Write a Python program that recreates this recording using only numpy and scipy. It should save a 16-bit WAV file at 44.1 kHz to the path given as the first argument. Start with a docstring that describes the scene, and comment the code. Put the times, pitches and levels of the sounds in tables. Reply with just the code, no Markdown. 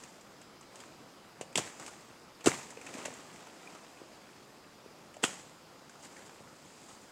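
"""A blade chops through brush in an open palm grove, some metres from the microphone.
Dragged leaves rustle and a few twigs crack; the first blow lands near 1.56 s, the next near 2.46 s.
Stray cracks and rustle lead to a third blow near 5.24 s; lighter cracks and a last swell of rustle follow.
Blows are noise bursts through ringing twigs plus damped swings; rustle is shaped ticks and hiss.
Far foliage and a faint insect band, both filtered noise, run throughout; echoes follow the blows."""
import sys
import numpy as np
from scipy import signal
from scipy.io import wavfile
from scipy.ndimage import uniform_filter1d

SR = 44100
rng = np.random.default_rng(int(sys.argv[2]) if len(sys.argv) > 2 else 0)


def to_wav(sig):
    """Store sig (one row per channel, or 1-D mono) as 16-bit WAV at the path in sys.argv[1].

    Samples outside -1..1 are clipped; the rate is SR.
    """
    pcm = np.clip(np.atleast_2d(sig), -1, 1) * 32767
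    pcm = np.round(pcm).astype(np.int16)
    wavfile.write(sys.argv[1], SR, pcm.T)  # frames by channels


def natural_amplitude(level_db):
    """Convert a level in decibels to a linear amplitude factor, elementwise."""
    exponent = np.asarray(level_db, float) / 20
    return 10 ** exponent


N = 313815

# green wood spectrum: hz, relative_db (per Hz)
GREEN_WOOD = [(300, -2), (900, 2), (1400, -5), (1900, -0.5), (2600, -2), (3300, -6.5), (4200, -9.5),
              (6000, -7), (16000, -31)]
# dry leaf spectrum: hz, relative_db (per Hz)
DRY_LEAF = [(1000, -43), (3500, 10), (4900, 13), (5700, 13.5), (6600, 20), (7700, 21), (9000, 13),
            (11000, 1), (13000, -7.5), (16000, -11)]


def evened(x):
    """Scales to rms 1."""
    return x / np.sqrt(np.mean(x ** 2) + 1e-20)


def read(points, hz):
    """Reads a table on a log-frequency axis."""
    f, value = np.transpose(points)
    return np.interp(np.log(hz + 1), np.log(f + 1), value)


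def add(mix, start_s, sound):
    """Mixes a sound in at start_s."""
    part = mix[round(start_s * SR):][:len(sound)]
    part += sound[:len(part)]


def ring(x, body):
    """Minimum-phase colouring by a spectrum table; white noise of rms 1 stays at rms 1."""
    hz = abs(np.fft.fftfreq(4096, 1 / SR))
    log_gain = np.log(natural_amplitude(read(body, hz)))
    response = np.exp(np.conj(signal.hilbert(log_gain)))
    taps = np.fft.ifft(response).real[:2048]
    return signal.oaconvolve(x, taps / np.linalg.norm(taps))[:len(x)]


def smooth_twice(x, size, axis=-1):
    """Two passes of a moving average."""
    return uniform_filter1d(uniform_filter1d(x, size=size, axis=axis), size=size, axis=axis)


def wander(points):
    """Slow random drift of rms 1: noise smoothed over so many samples."""
    return evened(smooth_twice(rng.standard_normal(N), points))


def twig_ring(hz, q, t):
    """Impulse response of a twig: a damped sine, unit energy."""
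    twig = np.exp(-np.pi * hz / q * t) * np.sin(2 * np.pi * hz * t)
    return twig / np.linalg.norm(twig)


def air():
    """Far foliage: a smooth noise wash drifting in soft patches of time and frequency."""
    # far foliage spectrum: hz, relative_db (per Hz)
    foliage = [(15, -54), (25, -23), (122, -4.5), (199, -1.5), (350, -7.5), (458, -10), (510, -3),
               (583, -6.5), (667, -5.5), (1420, -9.5), (1580, -12.5), (4760, -16.5), (15600, -31)]
    level_db, patchy_rms_db = -59, 2.0
    frames, hz = N // 256 + 5, np.fft.rfftfreq(1024, 1 / SR)
    a, b, patches = rng.standard_normal((frames, 513, 3)).T
    patches = uniform_filter1d(patches, size=12, axis=0)  # across frequency
    patches = evened(uniform_filter1d(patches, size=14, axis=1))  # across time
    spectrum_db = read(foliage, hz)[:, None] + patchy_rms_db * patches
    wash = signal.istft((a + 1j * b) * natural_amplitude(spectrum_db), nperseg=1024, noverlap=768)[1][:N]
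    return natural_amplitude(level_db) * evened(wash)


def insects():
    """A distant chorus blurred into one faint band: filtered noise, level wavering slightly."""
    # insect band: hz, relative_db (per Hz)
    chorus = [(4000, -37), (4600, -30), (4900, -22), (5200, -26), (5800, -47.5)]
    level_db, swell_rms_db = -70, 1.0
    gain = natural_amplitude(level_db - swell_rms_db * wander(points=2000))
    return gain * ring(rng.standard_normal(N), chorus)


def grove(x):
    """Scattered echoes from trunks and fronds, each band dying at its own speed."""
    # echo decay: hz, t60_s
    decay = [(150, 0.51), (400, 0.1), (1040, 0.48), (2760, 0.49), (7280, 0.92), (12000, 0.22)]
    delay_s = 0.0026
    taps = np.zeros(SR)
    at = np.arange(0, SR - 20, 20) + rng.integers(0, 20, (SR - 1) // 20)  # one echo per 20 samples
    taps[at] = rng.choice([-1., 1.], len(at))
    hz, t, z = signal.stft(taps, SR, nperseg=256)
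    fading = z * natural_amplitude(-60 * t / read(decay, hz)[:, None])
    tail = signal.istft(fading, SR, nperseg=256)[1]
    tail = np.pad(tail / np.linalg.norm(tail), (round(delay_s * SR), 0))
    return signal.fftconvolve(x, tail)[:N]


def crackle(ticks_per_s, spread_db, hiss):
    """Ticks of random size and sign over a hiss (rms relative to the ticks), total rms 1."""
    size = natural_amplitude(spread_db * np.minimum(rng.exponential(1, N), 4)) * rng.choice([-1., 1.], N)
    ticks = evened(size * (rng.random(N) < ticks_per_s / SR))
    return evened(ticks + hiss * rng.standard_normal(N))


def twig_ticks(activity):
    """Twigs of several sizes tick at random, each a damped resonator at its own pitch."""
    low_hz, high_hz, count, q = 890, 3000, 8, 4.2
    t, out = np.arange(400) / SR, np.zeros(N)
    for hz in np.geomspace(low_hz, high_hz, count):
        ticks = crackle(ticks_per_s=22.0, spread_db=4.0, hiss=0)
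        out += signal.oaconvolve(activity * ticks, twig_ring(hz, q, t))[:N] / np.sqrt(count)
    return out


def rustle():
    """Leaves and twigs tick and hiss in shared little gusts; the stems under them stir more dully."""
    # brush dragged or trodden: peak_s, twigs_db, swell_s (to 1/e), settle_s (to 1/e), leaves_over_twigs_db
    drags = [(0.0, -61.5, 0.1, 0.16, 2), (0.78, -62.5, 0.061, 0.24, -2), (1.66, -53, 0.02, 0.04, 0.5),
             (1.82, -54.5, 0.063, 0.19, -1.5), (2.444, -43.5, 0.0016, 0.011, 0),
             (2.99, -49.5, 0.16, 0.21, -4), (3.34, -61, 0.045, 0.091, 0), (3.7, -59.5, 0.58, 0.56, -4.5),
             (5.05, -77, 0.14, 0.18, 5), (6.05, -58.5, 0.038, 0.023, 5), (6.17, -61, 0.14, 0.18, 0.5),
             (6.265, -66.5, 0.012, 0.013, 8.5), (6.92, -63.5, 0.45, 0.17, 4)]
    # bush shaken by a blow, settling: start_s, leaves_db, twigs_db, t60_s
    shakes = [(1.579, -52, -41, 0.49), (2.461, -41.5, -37.5, 0.69), (5.239, -45, -44, 0.63)]
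    # swaying stems spectrum: hz, relative_db (per Hz)
    stem_body = [(40, -36.5), (130, -4), (330, 1), (700, -4.5), (1300, -7), (2500, -23), (16000, -60)]
    leaves_rest_db, twigs_rest_db, stems_rest_db = -74.5, -68, -60  # left alone in the breeze
    stems_over_twigs_db, ticks_db, gusty_rms_db = 0.2, -5.5, 1.0
    t = np.arange(N) / SR
    leaves, twigs, stems = (natural_amplitude(db) * np.ones(N) for db in (leaves_rest_db, twigs_rest_db, stems_rest_db))
    for peak_s, twigs_db, swell_s, settle_s, leafy_db in drags:
        drag = natural_amplitude(twigs_db) * np.exp(-abs(t - peak_s) / np.where(t < peak_s, swell_s, settle_s))
        leaves = np.hypot(leaves, natural_amplitude(leafy_db) * drag)
        twigs = np.hypot(twigs, drag)
        stems = np.hypot(stems, natural_amplitude(stems_over_twigs_db) * drag)
    for start_s, leaves_db, twigs_db, t60_s in shakes:
        settle = (t > start_s) * natural_amplitude(-60 * np.maximum(t - start_s, 0) / t60_s)
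        leaves = np.hypot(leaves, natural_amplitude(leaves_db) * settle)
        twigs = np.hypot(twigs, natural_amplitude(twigs_db) * settle)
    leaf_sound = ring(leaves * crackle(ticks_per_s=700.0, spread_db=1.5, hiss=1.14), DRY_LEAF)
    twig_sound = ring(twigs * crackle(ticks_per_s=900.0, spread_db=2.5, hiss=1.0), GREEN_WOOD)
    twig_sound += natural_amplitude(ticks_db) * twig_ticks(twigs)
    stem_sound = ring(stems * rng.standard_normal(N), stem_body)
    gusts = natural_amplitude(gusty_rms_db * wander(points=300))
    return gusts * (leaf_sound + twig_sound + stem_sound)


def thuds():
    """A clean swing that builds up to its peak as the blade bites and dies within a few cycles."""
    # stems, hard wood and ground taking the blow: peak_s, peak_db, pitch_hz, decay_cycles (to 1/e)
    blows = [(1.4124, -26.5, 523, 0.55), (1.433, -40, 563, 1.1), (1.5564, -33, 394, 0.83),
             (1.5578, -16.5, 2850, 1.5), (1.5667, -31, 256, 0.7), (1.5835, -19, 640, 0.48),
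             (1.59, -42, 116, 0.96), (1.5977, -30, 350, 0.7), (2.4624, -20, 330, 0.51),
             (2.4668, -19, 705, 1), (2.471, -25, 620, 0.33), (2.474, -7.5, 348, 0.85),
             (2.477, -27, 140, 1.17), (2.541, -38, 1160, 3.5), (2.7746, -36.5, 477, 1.3),
             (2.9523, -37.5, 278, 1.35), (2.9715, -35.5, 565, 1), (3.0586, -31, 580, 0.98),
             (3.0831, -34, 550, 1.1), (3.676, -42, 2420, 7.5), (4.0175, -39.5, 360, 0.76),
             (4.862, -40.5, 400, 0.93), (5.1692, -39, 640, 1.6), (5.2339, -28.5, 415, 0.99),
             (5.2403, -16, 2960, 2.2), (5.2413, -19.5, 1370, 1.7), (5.2427, -21.5, 298, 0.45),
             (6.4066, -44, 515, 0.64)]
    rise_ratio = 0.74  # rise over decay time
    out, t = np.zeros(N), np.arange(-600, 2400) / SR
    for peak_s, peak_db, hz, cycles in blows:
        rise = np.exp(-(t * hz / (rise_ratio * cycles)) ** 2)
        decay = np.exp(-t * hz / cycles)
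        shape = np.where(t < 0, rise, decay)
        add(out, peak_s + t[0], natural_amplitude(peak_db) * shape * np.cos(2 * np.pi * hz * t))
    return out


def cracks():
    """Each break is a fast burst of splinters that thins out; the twig rings briefly at its own pitch."""
    # fibres and twigs that break: start_s, woody_knock_db, knock_pitch_hz, dry_snap_db
    breaks = [(0.0354, -42.5, 2620, -38.5), (0.209, -55, 2600, -47.5), (0.4148, -48, 2870, -45.5),
              (0.61, -45, 1240, -45.5), (0.628, -49, 3000, -54), (0.756, -44.5, 3130, -41.5),
              (0.802, -41.5, 3180, -41), (0.836, -44, 2290, -52), (1.4106, -34, 2880, -33.5),
              (1.527, -48, 2500, -49), (1.5551, -21, 3230, -21), (1.5749, -20, 3200, -16.5),
              (1.5894, -43, 2800, -32), (1.797, -35.5, 1310, -39.5), (1.824, -40, 1820, -44),
              (1.8623, -38.5, 2750, -33.5), (1.878, -35, 1450, -39.5), (2.4072, -40.5, 2850, -49),
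              (2.459, -20.5, 2750, -16.5), (2.4668, -21, 2960, -29), (2.47, -16.5, 1360, -19),
              (2.479, -25, 2340, -22.5), (2.704, -42, 2120, -38), (2.7706, -39.5, 2460, -60),
              (2.813, -39, 2510, -47), (2.8651, -33.5, 2540, -41), (2.891, -43, 1970, -50),
              (2.939, -36.5, 2560, -39.5), (3.051, -29, 2730, -50), (3.0554, -31, 2050, -30),
              (3.137, -49, 2400, -41), (3.4691, -39, 1390, -61), (3.7495, -38, 1350, -59),
              (5.1405, -44, 2900, -47.5), (5.1664, -50, 2880, -49), (5.2252, -42, 3310, -40),
              (5.2313, -30, 2440, -28), (5.2368, -13.5, 3230, -18), (5.2467, -38, 1320, -24.5),
              (5.895, -43.5, 1550, -46.5), (5.953, -45, 1310, -66), (6.165, -40.5, 2050, -53),
              (6.192, -43.5, 1710, -61), (6.294, -41, 1540, -60), (6.343, -58, 1500, -52)]
    rise_s, break_t60_s, q, broad_db = 0.0011, 0.019, 6.2, -2.0
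    tear_db, tear_t60_s = -11, 0.092  # torn fibres keep parting softly
    knock, snap, t = np.zeros(N), np.zeros(N), np.arange(3000) / SR
    splinters = rng.standard_normal((len(breaks), 2, len(t)))
    decay = np.hypot(natural_amplitude(-60 * t / break_t60_s), natural_amplitude(tear_db - 60 * t / tear_t60_s))
    shape = (1 - np.exp(-t / rise_s)) * decay
    for (start_s, knock_db, hz, snap_db), (a, b) in zip(breaks, splinters):
        pitched = np.convolve(shape * a, twig_ring(hz, q, t[:300]))[:len(t)]
        wood = pitched + natural_amplitude(broad_db) * ring(shape * a, GREEN_WOOD)
        add(knock, start_s, natural_amplitude(knock_db) * evened(wood) * np.std(shape))
        add(snap, start_s, natural_amplitude(snap_db) * evened(shape * b) * np.std(shape))
    return knock + ring(snap, DRY_LEAF)


def scene():
    """Blows with their echoes over rustle, insects and air."""
    breaks, blows = cracks(), thuds()
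    # fronds swallow the top of a thud before it returns
    dull_blows = signal.lfilter(*signal.butter(1, 1300, fs=SR), blows)
    echoes = grove(natural_amplitude(-17.0) * breaks + natural_amplitude(-10.5) * dull_blows)
    # thin stems send out little deep bass
    bass_cut = signal.butter(4, 100, "high", fs=SR, output="sos")
    near = signal.sosfilt(bass_cut, breaks + blows + echoes + rustle())
    return (near + air() + insects())[None]


def low_pass(x):
    """Removes everything above the highest recorded frequency."""
    return signal.sosfilt(signal.butter(12, 15710, fs=SR, output="sos"), x)


def record(dry):
    """Returns the finished sound."""
    return low_pass(dry)


dry = scene()
out = record(dry)
to_wav(out)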